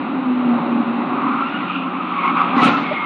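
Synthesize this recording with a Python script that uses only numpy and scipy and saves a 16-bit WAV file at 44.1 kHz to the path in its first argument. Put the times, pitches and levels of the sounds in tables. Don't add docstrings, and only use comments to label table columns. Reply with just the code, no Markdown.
import sys
import numpy as np
from scipy import signal
from scipy.fft import rfft, irfft
from scipy.io import wavfile
from scipy.ndimage import uniform_filter1d

SR = 44100
rng = np.random.default_rng(int(sys.argv[2]) if len(sys.argv) > 2 else 0)


def generate_wav(signal):
    frames = np.transpose(np.atleast_2d(signal))
    scaled = np.clip(frames, -1, 1) * 32767
    pcm = np.round(scaled).astype(np.int16)
    wavfile.write(sys.argv[1], SR, pcm)


N = 134505

SQUEAL_WAVER, SQUEAL_WAVER_HZ = .01, 90
SQUEAL_FLUTTER_HZ, SQUEAL_BLUR_HZ = 90.03, 110


def undb(db):
    return 10 ** (np.asarray(db) / 20)


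def unit(x):
    return x / np.sqrt(np.mean(x ** 2))


def curve(table, column):
    points = np.array(table)
    return np.interp(np.arange(N) / SR, points[:, 0], points[:, column])


def colour(x, table):
    points = np.array(table)
    hz = np.arange(N // 2 + 1) * SR / N + 1
    gain_db = np.interp(np.log(hz), np.log(points[:, 0]), points[:, 1], right=-120)
    return irfft(rfft(x) * undb(gain_db), N)


def walk(rate_hz):
    hold = int(SR / rate_hz)
    steps = np.repeat(rng.standard_normal(N // hold + 1), hold)
    slewed = uniform_filter1d(uniform_filter1d(steps, hold), hold)
    return unit(slewed[:N])


def tone(hz):
    return np.sqrt(2) * np.sin(2 * np.pi * np.cumsum(hz) / SR)


def narrow(hz, width_hz):
    phase = 2 * np.pi * np.cumsum(hz) / SR
    return walk(width_hz) * np.sin(phase) + walk(width_hz) * np.cos(phase)


def by_band(x, lo_hz, hi_hz):
    band = signal.butter(4, [lo_hz, hi_hz], "band", fs=SR, output="sos")
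    return x / np.std(signal.sosfilt(band, x))


def road_roar():
    # pitch_hz [Hz], gain_db [dB]
    cabin_colour = [(29, -81), (50, -71.5), (114, -27.5), (146, -16.5), (187, -11.5), (227, -9), (274, -5),
                    (302, -10.5), (372, -11), (442, -21.5), (556, -15), (670, -21), (727, -13),
                    (915, -15.5), (1220, -14.5), (1370, -19), (1500, -24), (1720, -31), (1970, -29),
                    (2290, -29), (2680, -28), (2900, -33.5), (3230, -38), (3910, -39.5), (4830, -64),
                    (5200, -95.5)]
    # time_s [s], low_db at 330-900 Hz [dB], high_db at 3200-4600 Hz [dB], before flicker
    swell = [(0.02, -31.5, -49.5), (0.35, -29, -51), (0.61, -24.5, -48), (0.97, -28.5, -48.5),
             (1.29, -30.5, -48.5), (1.64, -32, -45), (1.87, -33.5, -51), (2.17, -32.5, -51.5),
             (2.67, -29.5, -45), (2.77, -31, -47.5), (2.91, -31, -47), (3.03, -33.5, -61)]
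    roar = colour(rng.standard_normal(N), cabin_colour)
    low = signal.sosfiltfilt(signal.butter(3, 1236, fs=SR, output="sos"), roar)
    low_gain = undb(curve(swell, column=1) + 1.2 * walk(9))
    high_gain = undb(curve(swell, column=2) + 1.2 * walk(7))
    return by_band(low, 330, 900) * low_gain + by_band(roar - low, 3200, 4600) * high_gain


def tyre_boom():
    # time_s [s], pitch_hz [Hz], level_db [dB]
    ring_course = [(0, 266, -29), (.2, 258, -25), (.3, 252, -17), (.4, 248, -16), (.435, 246, -23),
                   (.465, 243, -16), (.565, 237, -16), (.595, 237, -34), (.67, 238, -21), (.81, 236, -19),
                   (.84, 236, -30), (.87, 236, -21), (1.0, 236, -21), (1.04, 244, -30), (1.1, 250, -24),
                   (1.21, 248, -22), (1.25, 244, -29), (1.29, 243, -21), (1.38, 243, -30), (1.45, 243, -34)]
    # time_s [s], level_db [dB]
    flutter_course = [(0.02, -28.5), (0.04, -24.5), (0.39, -35), (0.82, -17), (0.85, -32.5), (1.0, -22.5),
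                      (1.08, -32.5), (1.32, -17.5), (1.34, -28.5), (1.54, -29.5), (1.58, -19.5),
                      (1.64, -28), (2.43, -29), (2.68, -17.5), (2.75, -24), (3.03, -38.5)]
    clean = .97
    t = np.arange(N) / SR
    hz = curve(ring_course, column=1)
    ring = np.sqrt(clean) * tone(hz) + np.sqrt(1 - clean) * narrow(hz, width_hz=25)
    fade = np.clip(1 - (t - ring_course[-1][0]) / 0.089, 0, 1)
    ring = ring * undb(curve(ring_course, column=2)) * fade
    flutter = narrow(np.full(N, 266.1), width_hz=130)
    return ring + flutter * undb(curve(flutter_course, column=1))


def short_squeals():
    squeals = [(0.482, 0.065, 730, -3.5, -27, .2), (1.0, 0.036, 983, -6, -26, 0.24),
               (1.195, 0.052, 975, 1.5, -30, .5), (1.26, 0.046, 1218, -1.5, -24.5, .4),
               (1.39, 0.13, 1359, 500, -26, 0.51), (1.458, 0.058, 2730, -1500, -35.5, 0.4),
               (1.53, 0.05, 1436, -1500, -21, 0), (1.688, 0.043, 1279, -1500, -24, .3),
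               (1.739, .06, 1368, 2, -24, .4), (1.93, 0.046, 1127, 393.5, -25, .4),
               (2.156, 0.063, 1130, -300, -22, .2), (2.215, 0.11, 1090, 300.5, -18, .2),
               (2.355, .1, 1187, 0, -20.5, 0.37), (2.45, .06, 1320, -0.5, -23, .3),
               (2.385, 0.057, 831, 1002.5, -28, 0.37), (2.515, 0.084, 792, -6.5, -22.5, .3),
               (2.567, .05, 1010, -1500, -15, .15), (2.61, .06, 1300, 0, -19, .5),
               (2.715, 0.085, 1330, -500, -20, .5), (2.904, 0.03, 598, 9.5, -22, 0.3)]
    octave_db = -10
    t, out = np.arange(N) / SR, np.zeros(N)
    waver = 1 + SQUEAL_WAVER * walk(SQUEAL_WAVER_HZ)
    flutter = .9 + .3 * walk(SQUEAL_FLUTTER_HZ)
    blur = walk(SQUEAL_BLUR_HZ) + 1j * walk(SQUEAL_BLUR_HZ)
    for start_s, length_s, mid_hz, glide, level_db, rough in squeals:
        progress = np.clip((t - start_s) / length_s, 0, 1)
        hz = (mid_hz + glide * length_s * (progress - .5)) * waver
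        turn = np.exp(2j * np.pi * np.cumsum(hz) / SR)
        slip = np.sqrt(2 - 2 * rough) + np.sqrt(rough) * blur
        voice = slip * turn + undb(octave_db) * blur * turn ** 2
        out += undb(level_db) * np.sin(np.pi * progress) * voice.imag
    return out * flutter


def skidding_tyres():
    course = [(0.9, 1117, -30, -6, 2430), (0.95, 1143, -36, -3, 2545), (1.02, 1080, -37.5, -28, 2270),
              (1.07, 1131, -33.5, -10.5, 2240), (1.2, 1118, -26.5, -12.5, 2308),
              (1.43, 1259, -20.5, -18, 2358), (1.52, 1310, -36.5, 4, 2688), (1.55, 1398, -37, -1, 2517),
              (1.61, 1207, -28.5, -6.5, 2587), (1.76, 1314, -28, 2.5, 2656), (1.78, 1299, -26, -2.5, 2690),
              (1.96, 1195, -26, -12, 2544), (2.08, 1219, -25.5, -6, 2532), (2.3, 1104, -19.5, -7, 2254),
              (2.33, 1167, -25.5, -5.5, 2363), (2.38, 1193, -15, -11, 2393), (2.54, 1109, -22.5, -7, 2443),
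              (2.58, 1070, -15, -16.5, 2310), (2.67, 1209, -17, -0.5, 2542), (2.79, 1261, -23.5, -14, 2315),
              (2.81, 1120, -29, -2, 2297), (3.03, 1144, -24, -2.5, 2158)]
    # pitch_hz [Hz], gain_db [dB]
    scrub_colour = [(410, -45.5), (700, -29.5), (809, -9), (891, -12.5), (990, -4), (1190, -1), (1330, -3),
                    (1700, -23.5), (2160, -18.5), (2690, -16), (2910, -17.5), (3560, -22), (4800, -49),
                    (6240, -85.5), (10600, -120)]
    # pitch_ratio [times the pitch], level_db in the mix [dB]
    strands = [(.88, -12), (1.002, -10), (1.099, -9)]
    scrub = unit(colour(rng.standard_normal(N), scrub_colour))
    split = signal.butter(4, 2300, "high", fs=SR, output="sos")
    upper = signal.sosfiltfilt(split, scrub)
    lower = (scrub - upper) * undb(-2.5 + 1.2 * walk(13))
    band = narrow(curve(course, column=4), width_hz=900) * undb(-5.5 + 2 * walk(25))
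    upper_lift_db = 2
    mix = lower + (upper * undb(upper_lift_db) + band) * undb(curve(course, column=3))
    for ratio, level_db in strands:
        hz = ratio * curve(course, column=1) * (1 + .025 * walk(14))
        patchy = undb(level_db + 2 * walk(20))
        mix = mix + narrow(hz, width_hz=110) * patchy
    fade_in = np.clip((np.arange(N) / SR - course[0][0]) / 0.15, 0, 1)
    return fade_in * undb(curve(course, column=2)) * mix


def engine_hum():
    start_s, ease_s, ramp_s = 1.386, 2.8, 0.32
    t = np.arange(N) / SR
    rise = np.clip((t - start_s) / ramp_s, 0, 1)
    ease = np.clip(1 - (t - ease_s) / ramp_s, .4, 1)
    hz = 178.7 * (1 + .004 * walk(7.96))
    return rise * ease * undb(-35 + 1.3 * walk(9)) * tone(hz)


def splinter_spray():
    # pitch_hz [Hz], gain_db [dB]
    bits_colour = [(4500, -6), (5500, 2.5), (7000, 2.5), (7600, -1), (10300, -2.5)]
    # time_s [s], level_db [dB]
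    course = [(2.54, -95), (2.58, -50), (2.602, -55), (2.652, -40), (2.704, -52.5), (2.834, -62),
              (2.848, -89), (2.9, -82)]
    bright_from_s, bright_until_s = 2.61, 2.7
    t = np.arange(N) / SR
    flickering = rng.standard_normal(N) * undb(1.6 * walk(130))
    bits = unit(colour(flickering, [(3500, -39.5), *bits_colour]))
    dull = signal.sosfiltfilt(signal.butter(8, 7300, fs=SR, output="sos"), bits)
    peak = np.clip(np.minimum(t - bright_from_s, bright_until_s - t) / 0.017, 0, 1)
    on = np.clip(np.minimum(t - course[0][0], course[-1][0] - t) / .01, 0, 1)
    return on * undb(curve(course, column=1)) * (dull + peak * (bits - dull))


def crunching_metal():
    # start_s [s], level_db [dB], rise_s [s], hold_s [s], decay_t60_s [s],
    # treble_lift_db [dB]
    blows = [(2.551, -20, 0.021, .01, 0.68, -1.5), (2.607, -14.5, 0.02, .02, 0.33, 3.5),
             (2.646, -16.5, .015, 0.028, 0.24, 1.5), (2.711, -25, .01, .01, 0.32, 1),
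             (2.762, -23.5, 0.01, 0.016, 0.64, 2), (2.91, -25, 0.0098, .012, 0.16, -10)]
    # pitch_hz [Hz], gain_db [dB]
    metal_colour = [(41, -61), (70, -48), (132, -10), (264, 0.5), (333, -10.5), (518, -10.5), (664, -12.5),
                    (739, -5), (930, -8.5), (1230, -25), (1400, -11), (1610, -20), (2460, -16), (3390, -25),
                    (3900, -25), (4830, -39.5), (6280, -57), (10600, -120)]
    cracks_per_s, crack_spread_db = 8000, 1.5
    t = np.arange(N) / SR
    strikes = rng.random(N) < cracks_per_s / SR
    strength = undb(-crack_spread_db * np.log(1 - rng.random(N)))
    cracks = strikes * strength * np.sign(rng.standard_normal(N))
    metal = unit(colour(cracks, metal_colour))
    bright = signal.sosfilt(signal.butter(2, 1800, "high", fs=SR, output="sos"), metal)
    body_power, bright_power = np.zeros(N), np.zeros(N)
    for start_s, level_db, rise_s, hold_s, t60_s, lift_db in blows:
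        rise = np.clip((t - start_s) / rise_s, 0, 1)
        decaying_s = np.maximum(t - start_s - rise_s - hold_s, 0)
        power = rise ** 2 * undb(2 * level_db - 120 * decaying_s / t60_s)
        body_power += power
        bright_power += power * undb(2 * lift_db)
    return np.sqrt(body_power) * (metal - bright) + np.sqrt(bright_power) * bright


def panel_thuds():
    panels = [(2.566, 248, -8.5, 0.18), (2.63, 263, -19, 0.11), (2.681, 269.5, -16, 0.26),
              (2.688, 347, -18, 0.094)]
    out = np.zeros(N)
    for start_s, hz, level_db, t60_s in panels:
        age_s = np.maximum(np.arange(N) / SR - start_s, 0)
        onset = np.clip(age_s / 0.0042, 0, 1)
        out += undb(level_db - 60 * age_s / t60_s) * onset * np.sin(2 * np.pi * hz * age_s)
    return out


def last_squeal():
    course = [(2.84, 2170, -40), (2.9, 2165, -28), (2.96, 2155, -28), (2.985, 2150, -23), (3.01, 2150, -24),
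              (3.05, 2140, -27)]
    rough = .22
    t = np.arange(N) / SR
    waver = 1 + SQUEAL_WAVER * walk(SQUEAL_WAVER_HZ)
    flutter = .9 + .3 * walk(SQUEAL_FLUTTER_HZ)
    fade_in = np.clip((t - course[0][0]) / 0.024, 0, 1)
    level_sway = undb(2 * walk(60))
    hz = curve(course, column=1) * np.sqrt(waver)
    voice = np.sqrt(1 - rough) * tone(hz) + np.sqrt(rough) * narrow(hz, 2 * SQUEAL_BLUR_HZ)
    return fade_in * level_sway * undb(curve(course, column=2)) * voice * flutter


def scene():
    driving = road_roar() + tyre_boom() + engine_hum()
    tyres = short_squeals() + skidding_tyres() + last_squeal()
    cabin_cut = signal.ellip(6, .5, 50, 4900, fs=SR, output="sos")
    cabin = signal.sosfilt(cabin_cut, driving + tyres)
    collision = splinter_spray() + crunching_metal() + panel_thuds()
    hiss = undb(-84) * rng.standard_normal(N)
    return (cabin + collision + hiss)[None]


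def record(dry):
    drive = .9
    rounded = np.tanh(drive * dry) / drive
    thin = signal.sosfilt(signal.butter(5, 105, "high", fs=SR, output="sos"), rounded)
    return signal.sosfilt(signal.ellip(8, .2, 60, 10600, fs=SR, output="sos"), thin)


dry = scene()
out = record(dry)
generate_wav(out)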